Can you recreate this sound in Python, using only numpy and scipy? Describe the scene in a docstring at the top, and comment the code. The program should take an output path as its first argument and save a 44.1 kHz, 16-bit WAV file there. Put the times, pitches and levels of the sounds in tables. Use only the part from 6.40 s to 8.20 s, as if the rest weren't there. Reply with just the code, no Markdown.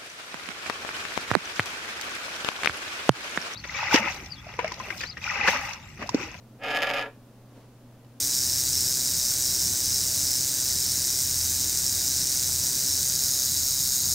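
"""A small plastic capsule with a vibration motor buzzes once on a hard table, for half a second.
Its off-centre weight makes it chatter on every turn and break into short runs of hard hops; each
contact clacks and rings the tabletop and the shell. The motor coasts down into soft, dull taps.
Heard in stereo in a quiet room, with faint handling noise close to the microphone
and a mains hum in the background."""
import sys
import numpy as np
from scipy import signal
from scipy.fft import rfft, irfft
from scipy.io import wavfile

SR = 44100
rng = np.random.default_rng(int(sys.argv[2]) if len(sys.argv) > 2 else 0)


def master(y):
    """Save y as 16-bit WAV."""
    cut = np.clip(np.atleast_2d(y).T, -1, 1)
    pcm = np.round(cut * 32767)  # scale
    wavfile.write(sys.argv[1], SR, pcm.astype(np.int16))


N = 79380

# Stereo image of the capsule at the microphone: f/Hz, left minus right/dB
BUZZ_IMAGE = [(200, -1.5), (900, 1), (1700, 1.7), (2500, -5.5), (3100, 5.5), (3750, -10.5), (4900, 9.5),
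              (6800, 2.5), (9000, -3), (11000, 2.5), (12400, 3.5), (15000, -2)]
def capsule_buzz():
    """Every contact clacks, rings the tabletop and the shell, and dies away in the room."""
    force = -contact_force(chatter()) - contact_force(hops())
    sound = shell_clack(force) + table_and_shell_modes(force) + dense_ring(force)
    pan = np.sqrt(gains(BUZZ_IMAGE, N))
    return irfft(rfft(sound) * np.array([pan, 1 / pan]), N)


# Turning rate of the motor, spinning up and coasting down: t/s, f/Hz
MOTOR_SPEED = [(.19, 100.1), (.235, 133.8), (.29, 150), (.35, 165.1), (.43, 178.2), (.5, 184), (.6, 180.2),
               (.64, 159.9), (.71, 115.1)]
# Light contacts on the table: t/s, level/dB, sharpness f/Hz
LIGHT_CONTACTS = [(.19, -19, 910), (.214, -10.5, 1200), (.236, -3, 2800), (.32, -2.5, 3700),
                  (.385, -4, 2830), (.44, -4.5, 3640), (.505, -3, 3030), (.531, -4.5, 2420),
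                  (.56, -2, 4040), (.622, -5, 3330), (.642, -9.5, 1690), (.664, -4, 1702), (.688, -20, 900),
                  (.71, -26, 700)]
# Contacts within one turn as the capsule rocks: phase/turns, level/dB
ROCKING_CONTACTS = [(0.0, 1), (0.361, -3), (0.659, -8)]
def chatter(lift_db=1, scatter_db=2.5, jitter_s=.0005):
    """The off-centre weight rocks the capsule into light, uneven contacts, three to a turn."""
    t = np.arange(MOTOR_SPEED[0][0], MOTOR_SPEED[-1][0], 1 / SR)
    turns = np.cumsum(curve(MOTOR_SPEED, t)) / SR
    for turn in range(int(turns[-1])):
        for phase, rock_db in ROCKING_CONTACTS:
            late, hard = rng.standard_normal(2)
            at = np.interp(turn + phase, turns, t) + jitter_s * late
            db = lift_db + rock_db + curve(LIGHT_CONTACTS, at) + scatter_db * hard
            yield at, db, curve(LIGHT_CONTACTS, at, col=2)


# Runs of hard hops on the table: start t/s, length/s, hop rate f/Hz, level/dB, sharpness f/Hz
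HOP_RUNS = [(0.2371, .011, 137, -4.5, 9000), (0.2584, .037, 149, -6.5, 7500), (0.3, .022, 160, -2, 7400),
            (.3482, .027, 168, 1, 9000), (0.389, .003, 165, 0, 6000), (0.406, .003, 165, -3, 7000),
            (0.4206, .015, 169, 4.5, 8000), (.4378, .015, 168, -1.5, 6070), (0.471, .008, 190, 1.5, 6000),
            (0.4912, .014, 187, 0.5, 8000), (.5121, .003, 180, 2.5, 5500), (0.537, .013, 196, -1, 9000),
            (0.5685, .009, 163, 0.5, 7550), (0.584, .003, 170, -0.5, 6500), (0.5935, .009, 163, -1, 5930),
            (0.6128, .016, 154, -3.5, 7000)]
def hops(scatter_db=2.5):
    """The capsule leaves the table and lands hard, about once a turn, in short runs."""
    for start, length, rate_hz, db, sharp_hz in HOP_RUNS:
        for at in np.arange(start, start + length, 1 / rate_hz):
            yield at, db + scatter_db * rng.standard_normal(), sharp_hz


def contact_force(contacts, size=256):
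    """Each contact is a brief push on the table: a softer one pushes for longer."""
    force = np.zeros(N)
    t = np.arange(1, size + 1) / SR
    for at, db, sharp_hz in contacts:
        push = t * np.exp(-2 * np.pi * sharp_hz * t)
        i = int(at * SR)
        force[i:i + size] += undb(db) * push / push.sum()
    return force


# Spectrum of the shell striking the table: f/Hz, relative level/dB
CLACK_SPECTRUM = [(100, -19.5), (250, -8.5), (600, -14), (800, -1), (1050, -9.5), (1700, -2), (2550, 8),
                  (3250, 3), (4100, -14.5), (5000, -3), (5800, -15.5), (7000, -10.5), (7900, -19.5),
                  (8500, -18), (10500, -21.5), (12500, -11), (15500, -28)]
def shell_clack(force, gain_db=-9):
    """The plastic shell clacks against the hard surface."""
    return undb(gain_db) * colour(force, CLACK_SPECTRUM)


# Ringing resonances of the tabletop (low) and the plastic shell (high): f/Hz, relative level/dB, T60/s
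TABLE_AND_SHELL_MODES = [(276.8, -8, 0.12), (428.4, -6.5, 0.11), (472, -7, 0.082), (565, -1.5, .11),
                         (731.3, -2, 0.17), (788, -19.5, 0.13), (904, -7, 0.088), (969, -11.5, 0.093),
                         (1175.6, -12, 0.13), (1243, -9.5, 0.097), (1391.3, -5.5, 0.16), (1692, 1, 0.076),
                         (2265, -9.5, 0.13), (2490, -19, 0.17)]
def table_and_shell_modes(force, gain_db=-9):
    """The tabletop (low) and the plastic shell (high) ring in decaying modes of alternating sign."""
    t = np.arange(N) / SR
    modes = sum((-1) ** k * undb(db) * unit(np.sin(2 * np.pi * hz * t) * fade(t60))
                for k, (hz, db, t60) in enumerate(TABLE_AND_SHELL_MODES))
    return undb(gain_db) * excite(force, unit(modes))


# Spectrum of the dense ring of table and room: f/Hz, relative level/dB
RING_SPECTRUM = [(150, -31.5), (400, -1), (800, 2.5), (1080, -1), (1400, 1), (1800, 7.5), (1980, -4.5),
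                 (2400, 5.5), (3100, -0.5), (3700, -5), (5000, -10), (6000, -15), (7200, -12), (7900, -24),
                 (8600, -15), (12500, -10), (15500, -20)]
def dense_ring(force, wide_hz=3150):
    """Crowded resonances die quickly in the table and more slowly in the room around it."""
    table = undb(-11.5) * unit(stereo_noise(wide_hz) * fade(t60=.041))
    room = undb(-15.5) * unit(stereo_noise(wide_hz) * fade(t60=.25))
    return colour(excite(force, table + room), RING_SPECTRUM)


# Handling at the microphone: t/s, half-width/s, thud level/dB, rustle level/dB
HANDLING_SWELLS = [(1.172, .018, -54, -72), (1.19, .06, -64, -59), (1.648, 0.0019, -70, -54.5)]
# Spectra of the thud and the rustle: f/Hz, relative level/dB
THUD_SPECTRUM = [(100, -25), (220, -12), (270, -2.5), (350, -19.5), (560, -12), (900, -34), (4000, -59)]
RUSTLE_SPECTRUM = [(200, 3), (600, 5.5), (1600, -6.5), (4000, -11), (15000, -24)]
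def handling(wide_hz=2850):
    """Faint swells of thud and rustle close to the microphone."""
    t = np.arange(N) / SR
    thud = colour(stereo_noise(wide_hz), THUD_SPECTRUM)
    rustle = colour(stereo_noise(wide_hz), RUSTLE_SPECTRUM)
    sound = np.zeros((2, N))
    for at, width, thud_db, rustle_db in HANDLING_SWELLS:
        swell = np.exp(-((t - at) / width) ** 2 / 2)
        sound += swell * (undb(thud_db) * thud + undb(rustle_db) * rustle)
    return sound


# Partials of the mains hum in the room: f/Hz, level/dB
HUM_PARTIALS = [(120, -50.5), (240, -63)]
def mains_hum(waver_db=.5, waver_hz=11.9):
    """Two low mains tones whose level wavers slightly."""
    t = np.arange(N) / SR
    steps = rng.standard_normal(128)
    waver = undb(waver_db * np.interp(t * waver_hz, np.arange(len(steps)), steps))
    return waver * sum(undb(db) * np.sin(2 * np.pi * (hz * t + rng.random())) for hz, db in HUM_PARTIALS)


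# Noise spectrum of the quiet room: f/Hz, relative level/dB
ROOM_SPECTRUM = [(20, -12), (55, -14.5), (80, -17.5), (130, -6.5), (170, -17), (215, -6), (280, -8),
                 (350, -16.5), (540, -14.5), (750, -21), (1100, -24.5), (2000, -32), (4000, -34.5),
                 (7300, -37), (7900, -40.5), (8600, -37.5), (13000, -38.5), (15500, -39)]
def room_tone(level_db=-53.5):
    """Steady, bass-heavy noise all around the microphone."""
    return undb(level_db) * colour(stereo_noise(wide_hz=2850), ROOM_SPECTRUM)


def stereo_noise(wide_hz):
    """Noise that is alike in both channels in the bass and grows unrelated above wide_hz."""
    mid, side = rfft(rng.standard_normal((2, N)))
    alike = .98 / (1 + (np.fft.rfftfreq(N, 1 / SR) / wide_hz) ** 2)
    mid *= np.sqrt((1 + alike) / 2)
    side *= np.sqrt((1 - alike) / 2)
    return irfft([mid + side, mid - side], N)


def undb(db):
    """Decibels to gain."""
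    return 10 ** (np.asarray(db) / 20)


def curve(table, t, col=1):
    """One column of a table, joined by straight lines in time."""
    rows = np.array(table, float)
    return np.interp(t, rows[:, 0], rows[:, col])


def gains(points, size):
    """Gain of (f/Hz, level/dB) points at each frequency of a transform."""
    hz, db = np.array(points, float).T
    bin_hz = np.fft.rfftfreq(size, 1 / SR)
    return undb(np.interp(np.log(bin_hz + 1), np.log(hz), db))


def colour(x, points, size=4096):
    """Play a signal through a unit-energy filter shaped by (f/Hz, level/dB) points."""
    cepstrum = irfft(np.log(gains(points, size)))
    cepstrum[1:size // 2] *= 2  # fold onto positive time: minimum phase
    cepstrum[size // 2 + 1:] = 0
    response = irfft(np.exp(rfft(cepstrum)))
    return excite(x, unit(response))


def unit(h):
    """A response scaled to unit energy."""
    return h / np.sqrt(np.sum(h ** 2, axis=-1, keepdims=True))


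def excite(x, response):
    """Play a signal through a response."""
    return signal.fftconvolve(np.atleast_2d(x), np.atleast_2d(response), axes=-1)[:, :N]


def fade(t60):
    """Exponential decay, 60 dB in t60 seconds."""
    return np.exp(-np.log(1000) * np.arange(N) / SR / t60)


def scene():
    """The capsule on its table in the quiet room, as it reaches the microphone."""
    return room_tone() + mains_hum() + handling() + capsule_buzz()


def record(dry, top_hz=15700):
    """The recorder cuts the highest treble steeply."""
    return signal.sosfilt(signal.ellip(10, .2, 80, top_hz, fs=SR, output="sos"), dry)


dry = scene()
out = record(dry)
master(out)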